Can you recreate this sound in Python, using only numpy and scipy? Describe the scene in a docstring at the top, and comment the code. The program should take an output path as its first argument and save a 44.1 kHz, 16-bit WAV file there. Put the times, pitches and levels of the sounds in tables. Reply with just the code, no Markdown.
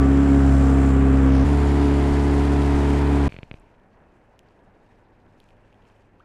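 """A small four-stroke outboard runs at speed: a firing drone over exhaust roar, spray and a ringing cowl,
with waves thudding under the hull. It is heard close behind the cowl, then at 1.4 s from further forward.
At 3.3 s the sound is cut off, and after a blank instant comes a quiet lake. Something stiff creaks in
slips beside the microphone; gear ticks, someone shifts in the boat, wind puffs and a far motor hums.
Around 5 s an insect chirps faintly, and right at the end a bubble plops."""
import sys
import numpy as np
from scipy import signal
from scipy.fft import rfft, irfft, next_fast_len
from scipy.io import wavfile

SR = 44100
rng = np.random.default_rng(int(sys.argv[2]) if len(sys.argv) > 2 else 0)


def int16_out(signal):
    """Quantize to a 16-bit WAV file."""
    q = np.round(np.clip(np.atleast_2d(signal).T, -1, 1) * 32767)
    wavfile.write(sys.argv[1], SR, q.astype(np.int16))


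N = 275524
TIME = np.arange(N) / SR

# How the drone moves, from behind the cowl and from further forward.
# Each row: time in seconds, firings per second, then the levels in dB of orders 1, 4, 6 and 7.
NEAR_FIRING = [(0.03, 68, -17.5, -19, -28.5, -59), (0.234, 69.3, -20, -17.5, -37, -45),
               (0.362, 69, -18, -17.5, -32, -43), (0.532, 68, -15.5, -19, -41, -44.5),
               (0.746, 67.9, -17.5, -20.5, -33.5, -42), (1.42, 67.0, -17, -19, -42, -36.5)]
FORWARD_FIRING = [(1.48, 71.07, -17.5, -23.5, -33.5, -51), (1.632, 71, -18, -25.5, -32, -67),
                  (1.844, 70.62, -20, -24, -30.5, -52), (3.25, 70.84, -20, -24.5, -32, -58)]
# The drone's timbre; the half orders come from the two unlike cylinders.
# Each row: order as a multiple of the firing rate, relative level in dB.
NEAR_ORDERS = [(.5, -33.5), (1, -2), (1.5, -20.5), (2, -5.5), (2.5, -21.5), (3, -10.5), (3.5, -13), (4, 5),
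               (5, -12.5), (5.5, -23), (6, -11), (6.5, -22), (7, -23), (8, -28), (9, -31), (10, -28),
               (11, -29.5), (17, -32)]
FORWARD_ORDERS = [(.5, -32), (1, 0.5), (1.5, -19.5), (2, -6), (2.5, -25), (3, -10), (3.5, -16), (4, -2),
                  (5, -10), (5.5, -17), (6, -8), (6.5, -27.5), (7, -43.5), (8, -32.5), (9, -24.5),
                  (10, -22.5), (10.5, -25.5), (11.5, -26.5), (12, -25.5), (13, -22.5), (14, -23),
                  (15, -29.5)]

def firing_drone(firing, orders, pipe_orders, pipe_rad, wobble_db, upper_wobble_db):
    """The cylinders fire in turn, stacking clean orders; unlike firings make the upper ones waver."""
    phase = firing_phase(firing)
    _, *guide_db = in_time(firing)
    guides = [1, 4, 6, 7]
    swells_db = [db - dict(orders)[order] for order, db in zip(guides, guide_db)]
    swells_db.append(np.mean(swells_db[0]))   # from order 8 up, a steady offset
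    out = 0
    for order, db in orders:
        place = np.interp(order, guides + [8], range(5))   # swell with the neighbouring guide orders
        db = db + sum(max(1 - abs(place - i), 0) * swell for i, swell in enumerate(swells_db))
        waver = np.clip((order - 1) / 3, 0, 1)
        # orders inside the exhaust resonance swing together, nearby ones against them;
        # above order 6 they scatter at random
        outside = not pipe_orders[0] <= order <= pipe_orders[1]
        lead = 1.8 if order == 1 else pipe_rad + np.pi * outside   # order 1: the hull shakes ahead
        lead += (order > 6) * rng.uniform(0, 2 * np.pi) + .1 * order ** .9 * waver * drift(5)
        db = db + wobble_db * waver * drift(12) + (order > 4) * upper_wobble_db * drift(2.7)
        out += np.sqrt(2) * from_db(db) * np.cos(order * phase + lead)
    return out


# The body of the roar. Each row: frequency in Hz, relative noise density in dB.
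NEAR_ROAR = [(20, -16), (50, -7.5), (110, -2), (180, -0.5), (270, 2), (400, -3), (550, -8), (750, -6),
             (1000, -8.5), (1550, -10.5), (2000, -16.5), (3200, -26), (5000, -42.5)]
FORWARD_ROAR = [(20, 2), (50, 2.5), (110, -2.5), (180, -8.5), (270, 3), (400, -7.5), (550, -3), (800, -6),
                (1300, -7.5), (2000, -11.5), (3200, -20.5), (5000, -28.5)]

def exhaust_roar(puff, spectrum, level_db):
    """Exhaust and churned water fill the gaps between the orders, swelling with each firing."""
    return from_db(level_db) * coloured(white() * puff, spectrum, patchy_db=.42)


# The sizzle of spray and valves. Each row: frequency in Hz, relative noise density in dB.
NEAR_SPRAY = [(2000, -10), (3000, 2.5), (4000, 0.5), (5000, 2.5), (6200, 0.5), (7500, -9), (9000, -4),
              (10000, -11), (11000, -21.5), (12500, -26), (15800, -27.5)]
FORWARD_SPRAY = [(2000, -17), (3000, 0), (4000, -6), (5000, -2.5), (6200, -5), (7500, -5.5), (9000, -7.5),
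                 (10000, -11.5), (11000, -16), (12500, -22), (15800, -30)]
# The cowl's bright rings. Each row: pitch in Hz, width in Hz, relative level in dB.
NEAR_RINGS = [(7470, 780, 13.5), (8500, 150, -1), (9070, 120, -6.5)]
FORWARD_RINGS = [(7240, 370, 7), (8970, 220, 2), (9900, 190, -6)]
# The treble rides up and down as the view of the wake and cowl shifts.
# Each row: time in seconds, spray level in dB, cowl gain in dB.
NEAR_TREBLE = [(0, -54.5, -69.5), (.6, -52, -65.5), (.88, -55, -65), (1.02, -57, -70), (1.27, -55, -69.5),
               (1.35, -49, -81), (1.46, -49, -81)]
FORWARD_TREBLE = [(1.44, -49, -65), (2.1, -49.5, -68), (2.4, -48, -76), (3.28, -50, -74)]

def spray_and_cowl(puff, spectrum, rings, treble):
    """Spray and valves hiss in time with the firings, and the valve gear sets the cowl ringing."""
    spray_db, cowl_db = in_time(treble)
    spray = coloured(white() * puff ** 2, spectrum, patchy_db=1.3)
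    valve_gear = white() * puff
    cowl = sum(from_db(db) * rms_one(ring(valve_gear, hz, 2.2 / width)) for hz, width, db in rings)
    return from_db(spray_db) * spray + from_db(cowl_db) * cowl


def outboard_near():
    """The motor from close behind the cowl, with a strong fourth order and a clear pulse."""
    drone = firing_drone(NEAR_FIRING, NEAR_ORDERS, pipe_orders=(2, 5.5), pipe_rad=.6,
                         wobble_db=1, upper_wobble_db=3)
    puff = firing_puff(NEAR_FIRING, depth=.13)
    roar = exhaust_roar(puff, NEAR_ROAR, level_db=-29)
    return drone + roar + spray_and_cowl(puff, NEAR_SPRAY, NEAR_RINGS, NEAR_TREBLE)


def outboard_forward():
    """The same motor from further forward, with a smoother pulse and more spray."""
    drone = firing_drone(FORWARD_FIRING, FORWARD_ORDERS, pipe_orders=(2.5, 5.5), pipe_rad=2.9,
                         wobble_db=1.5, upper_wobble_db=.68)
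    puff = firing_puff(FORWARD_FIRING, depth=.052)
    roar = exhaust_roar(puff, FORWARD_ROAR, level_db=-31.5)
    return drone + roar + spray_and_cowl(puff, FORWARD_SPRAY, FORWARD_RINGS, FORWARD_TREBLE)


# Waves under the hull. Each row: start in seconds, level in dB.
WAVE_BUMPS = [(0.049, -38), (0.219, -30), (1.599, -38.5), (2.109, -19), (2.519, -37), (2.738, -22),
              (2.839, -36)]

def hull_thuds():
    """Each wave knocks a soft, deep thud out of the hull."""
    starts, db = np.transpose(WAVE_BUMPS)
    return ring(clicks_at(starts, db), hz=26, t60=.15)


# The creak's stutter. Each row: start in seconds, strength of the ring in dB, strength of the jolt in dB.
SLIPS = [(3.2918, -30, -37), (3.3039, -45, -57), (3.3124, -50, -58), (3.3228, -30, -44),
         (3.3425, -36, -39.5), (3.365, -31, -41.5), (3.3879, -30, -36.5), (3.431, -31, -35.5),
         (3.5133, -26.5, -34.5), (3.5409, -37.5, -38)]
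# The stiff part's voice, then the housing's low and upper knock.
# Each row: pitch in Hz, gain in dB, seconds to die away by 60 dB.
CREAK_MODES = [(2370, 2.5, 0.005), (3200, -23, 0.0028), (1530, -9, 0.0027)]
HOUSING_MODES = [(97.7, 10.5, 0.0205), (440, 13.5, 0.0043)]
# A thin squeak along the slips. Each row: time in seconds, pitch in Hz, level in dB.
SQUEAK = [(3.292, 4450, -71), (3.40, 4320, -75), (3.48, 4330, -85)]

def creak():
    """Each slip rings the stiff part, scrapes on briefly and jolts the housing; a squeak runs along."""
    starts, ring_db, jolt_db = np.transpose(SLIPS)
    scrape_decay = from_db(-60 / (.018 * SR))   # gone in 18 ms
    scrape = signal.lfilter([1], [1, -scrape_decay], clicks_at(starts, ring_db - 33)) * white()
    out = 0
    for hz, db, t60 in CREAK_MODES:
        slips = clicks_at(starts, ring_db + db + rng.normal(0, 1.2, len(starts)))
        out += ring(slips + from_db(db) * scrape, hz, t60)
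    (low_hz, low_db, low_t60), (upper_hz, upper_db, upper_t60) = HOUSING_MODES
    out += ring(clicks_at(starts, jolt_db + upper_db), upper_hz, upper_t60)
    out -= ring(clicks_at(starts + .0014, jolt_db + low_db), low_hz, low_t60)   # the swing back
    blunt_contact = butter(out, 6, 4200)
    return blunt_contact + tone(SQUEAK) * from_db(2.1 * drift(60))


# Small ticks of gear. Each row: start in seconds, gain in dB, pitch in Hz, gain of the broad snap in dB.
GEAR_TICKS = [(3.3430, -52, 5500, -1), (3.438, -51, 6000, -12), (3.5322, -58, 6000, -6),
              (3.5985, -54, 8500, -10), (4.392, -41, 3000, 5), (4.4870, -56, 4500, -6),
              (5.4020, -42, 2940, 0), (5.441, -55, 8000, -8), (5.4895, -53, 2740, 1),
              (5.5058, -50, 2370, -15), (5.577, -54, 2310, -18), (5.7276, -46.5, 2730, -18.5),
              (5.8531, -56, 2670, -10), (6.1973, -51, 2620, -12)]

def gear_ticks():
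    """Gear touches in tiny snaps: a short ring with a flick of broad noise."""
    out, size = np.zeros(N), 400
    fade = np.exp(-np.arange(size) / (.00032 * SR))
    for start, db, hz, snap_db in GEAR_TICKS:
        contact = rng.standard_normal(size) * fade
        contact[0] = 2.1   # the first touch is the hardest
        body = ring(contact, hz, 8.9 / hz)
        tick = body / abs(body).max() + .5 * from_db(snap_db) * contact
        at = round(start * SR)
        out[at:at + size] += from_db(db) * tick
    return butter(out, 3, [2300, 11000], "band")


# The plop's curve. Each row: time in seconds, pitch in Hz, level in dB.
PLOP = [(6.199, 1150, -78), (6.203, 1180, -50), (6.212, 1540, -61), (6.222, 1700, -72), (6.236, 1350, -63),
        (6.242, 1300, -80)]

def bubble():
    """A bubble rings for an instant, its pitch flicking up and falling back."""
    return tone(PLOP)


# Someone shifts in the boat. 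Each row: time of the peak in seconds, peak level in dB.
STIRS = [(3.30, -60.5), (3.56, -71.5), (4.17, -78), (4.5, -78), (4.9, -77), (5.45, -72), (5.72, -77),
         (5.88, -70), (6.2, -80)]
STIR_CALM_DB = -79.5
# The rustle's dry colour. Each row: frequency in Hz, relative noise density in dB.
RUSTLE_COLOUR = [(600, -14), (1500, -32), (2400, 2), (2700, 1), (3300, -7), (4000, -9), (5000, -10.5),
                 (6500, -13.5), (8500, -17), (12500, -26), (13500, -31), (15500, -31)]

def rustle(stir_db):
    """Shifting about makes a rough, flickering rustle."""
    rough = white() * from_db(1.3 * drift(150))
    return from_db(stir_db) * coloured(rough, RUSTLE_COLOUR, patchy_db=2.1)


def crackle(stir_db, grains_per_s=120):
    """Sparse grains of uneven size ring briefly, just under the rustle they come with."""
    sizes = from_db(2.7 * np.minimum(rng.exponential(1, N), 4)) * rng.choice([-1, 1], N)
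    grains = sizes * (rng.random(N) < grains_per_s / SR)
    voice = rng.integers(0, 4, N)
    rings = sum(ring(grains * (voice == i), hz, .006) for i, hz in enumerate([2100, 2380, 2750, 3100]))
    return from_db(stir_db - 3.5) * rms_one(rings)


# Puffs of wind. Each row: time of the peak in seconds, peak level in dB.
GUSTS = [(3.34, -47), (3.52, -52), (3.7, -59), (5.56, -57)]

def wind():
    """Gusts buffet the microphone with a very low rumble."""
    wind_db = bouts(GUSTS, calm_db=-63.5, rise_db_per_s=102, fall_db_per_s=85)
    return from_db(wind_db) * rms_one(butter(white(), 2, [12, 50], "band"))


# The dark bed of lake air. Each row: frequency in Hz, relative noise density in dB.
AIR_COLOUR = [(20, -19), (40, -14), (65, -9), (100, -11), (200, -10.5), (400, -12.5), (650, -15),
              (950, -16), (1200, -24), (1700, -22.5), (2400, -32.5), (3300, -48), (4500, -54)]

def still_air(stir_db, sag_db_per_s=.68):
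    """A soft wash that sinks slowly and lifts a little with the rustle."""
    air_db = -56.5 - sag_db_per_s * (TIME - LAKE_S) + .033 * (stir_db - STIR_CALM_DB)
    return from_db(air_db) * coloured(white(), AIR_COLOUR, patchy_db=1.3)


# The far motor's tones. Each row: pitch in Hz, base level in dB.
HUM_TONES = [(102.3, -66.5), (204.6, -78), (236.9, -78)]
# It draws nearer. Each row: time in seconds, gain in dB.
HUM_APPROACH = [(3.29, -3), (4.5, -5), (5.2, 2.5), (6.25, 1)]

def far_motor():
    """A distant motor hums, each tone wavering in level and phase."""
    approach_db, = in_time(HUM_APPROACH)
    out = 0
    for hz, db in HUM_TONES:
        gain = np.sqrt(2) * from_db(db + approach_db + 2 * drift(5.4))
        out += gain * np.sin(2 * np.pi * hz * TIME + .84 * drift(2))
    return out


def insect(start_s=4.59, end_s=5.3, chirps_per_s=12.8):
    """A far insect chirps: a narrow hiss in short throbs."""
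    singing = (TIME > start_s) & (TIME < end_s)
    throb = np.maximum(np.cos(2 * np.pi * chirps_per_s * (TIME - start_s)), 0)
    voice = rms_one(ring(white(), hz=3800, t60=.008))
    return from_db(-82 + 1.5 * drift(3.1)) * singing * throb * voice


def microphone_hiss():
    """The microphone's own faint, steady noise."""
    return from_db(-95) * rms_one(butter(white(), 8, 13000))


def firing_phase(firing):
    """Phase in radians, one turn per firing."""
    return 2 * np.pi * np.cumsum(in_time(firing)[0]) / SR


def firing_puff(firing, depth):
    """A gain that swells with each firing, every other one slightly stronger."""
    phase = firing_phase(firing)
    return 1 + depth * np.cos(phase) + .029 * np.cos(phase / 2)


def from_db(db):
    """Decibels to gain."""
    return 10 ** (np.asarray(db) / 20)


def rms_one(x):
    """Scale to rms 1."""
    return x / np.sqrt(np.mean(x ** 2) + 1e-20)


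def white():
    """Fresh white noise for the whole scene."""
    return rng.standard_normal(N)


def butter(x, order, hz, kind="low"):
    """A smooth filter, low-pass by default."""
    return signal.sosfilt(signal.butter(order, hz, kind, fs=SR, output="sos"), x)


def in_time(rows):
    """The columns after a table's time column, drawn out to every sample."""
    times, *columns = np.transpose(rows)
    return [np.interp(TIME, times, column) for column in columns]


def drift(rate):
    """A smooth random wander of spread 1, changing about rate times a second."""
    pole = np.exp(-80 * np.pi * rate / SR)   # one step per 40 samples
    slow = signal.lfilter([1], [1, -2 * pole, pole * pole], rng.standard_normal(N // 40 + 2002))[2000:]
    return np.interp(np.arange(N) / 40, np.arange(len(slow)), rms_one(slow))


def ring(drive, hz, t60):
    """A resonator: a unit click starts a sine of height 1 that falls 60 dB in t60 seconds."""
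    decay, step = from_db(-60 / (t60 * SR)), 2 * np.pi * hz / SR
    return signal.lfilter([np.sin(step)], [1, -2 * decay * np.cos(step), decay * decay], drive + 1e-18)


def clicks_at(times, db):
    """One click per event."""
    out = np.zeros(N)
    out[np.round(times * SR).astype(int)] = from_db(db)
    return out


def coloured(source, spectrum, patchy_db):
    """The source shaped to a spectrum in overlapping octave bands, each flickering; rms 1."""
    size = next_fast_len(N)
    octave = np.log2(np.maximum(np.arange(size // 2 + 1) * SR / size, 10))
    hz, db = np.transpose(spectrum)
    shaped = rfft(source, size) * from_db(np.interp(octave, np.log2(hz), db, left=-90, right=-90))
    together, out = drift(4.7), 0
    for centre in np.arange(np.floor(np.log2(hz[0])), np.log2(hz[-1]) + 1):
        band = irfft(shaped * np.clip(1 - abs(octave - centre), 0, 1), size)[:N]
        out += band * from_db(patchy_db * (.35 * together + drift(25)))
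    return rms_one(out)


def tone(rows):
    """A sine that follows rows of seconds, Hz and dB, silent outside them."""
    hz, db = in_time(rows)
    inside = (TIME > rows[0][0]) & (TIME < rows[-1][0])
    return inside * np.sqrt(2) * from_db(db) * np.sin(2 * np.pi * np.cumsum(hz) / SR)


def bouts(events, calm_db, rise_db_per_s, fall_db_per_s):
    """Level in dB: each bout climbs to its peak and dies away over a calm level."""
    power = from_db(2 * calm_db)
    for peak_s, db in events:
        below_peak_db = np.maximum(rise_db_per_s * (peak_s - TIME), fall_db_per_s * (TIME - peak_s))
        power = power + from_db(2 * (db - below_peak_db))
    return 10 * np.log10(power)


FORWARD_S, CROSSFADE_S = 1.445, .018
STOP_S, LAKE_S, CUT_FADE_S = 3.282, 3.291, .003

def scene():
    """The outboard from two positions, a blank instant, then the lake."""
    forward = np.clip((TIME - FORWARD_S) / CROSSFADE_S + .5, 0, 1)
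    boat = (1 - forward) * outboard_near() + forward * outboard_forward() + hull_thuds()
    stir_db = bouts(STIRS, STIR_CALM_DB, rise_db_per_s=87, fall_db_per_s=70)
    close_by = creak() + gear_ticks() + bubble() + rustle(stir_db) + crackle(stir_db)
    background = wind() + still_air(stir_db) + far_motor() + insect() + microphone_hiss()
    boat_fader = np.clip((STOP_S - TIME) / CUT_FADE_S, 0, 1)
    lake_fader = np.clip((TIME - LAKE_S) / CUT_FADE_S, 0, 1)
    return (boat_fader * boat + lake_fader * (close_by + background))[None]


def record(dry):
    """A steep low-pass takes off the very top, 60 dB down at 15.9 kHz."""
    return signal.sosfilt(signal.cheby2(24, 60, 15900, fs=SR, output="sos"), dry)


dry = scene()
out = record(dry)
int16_out(out)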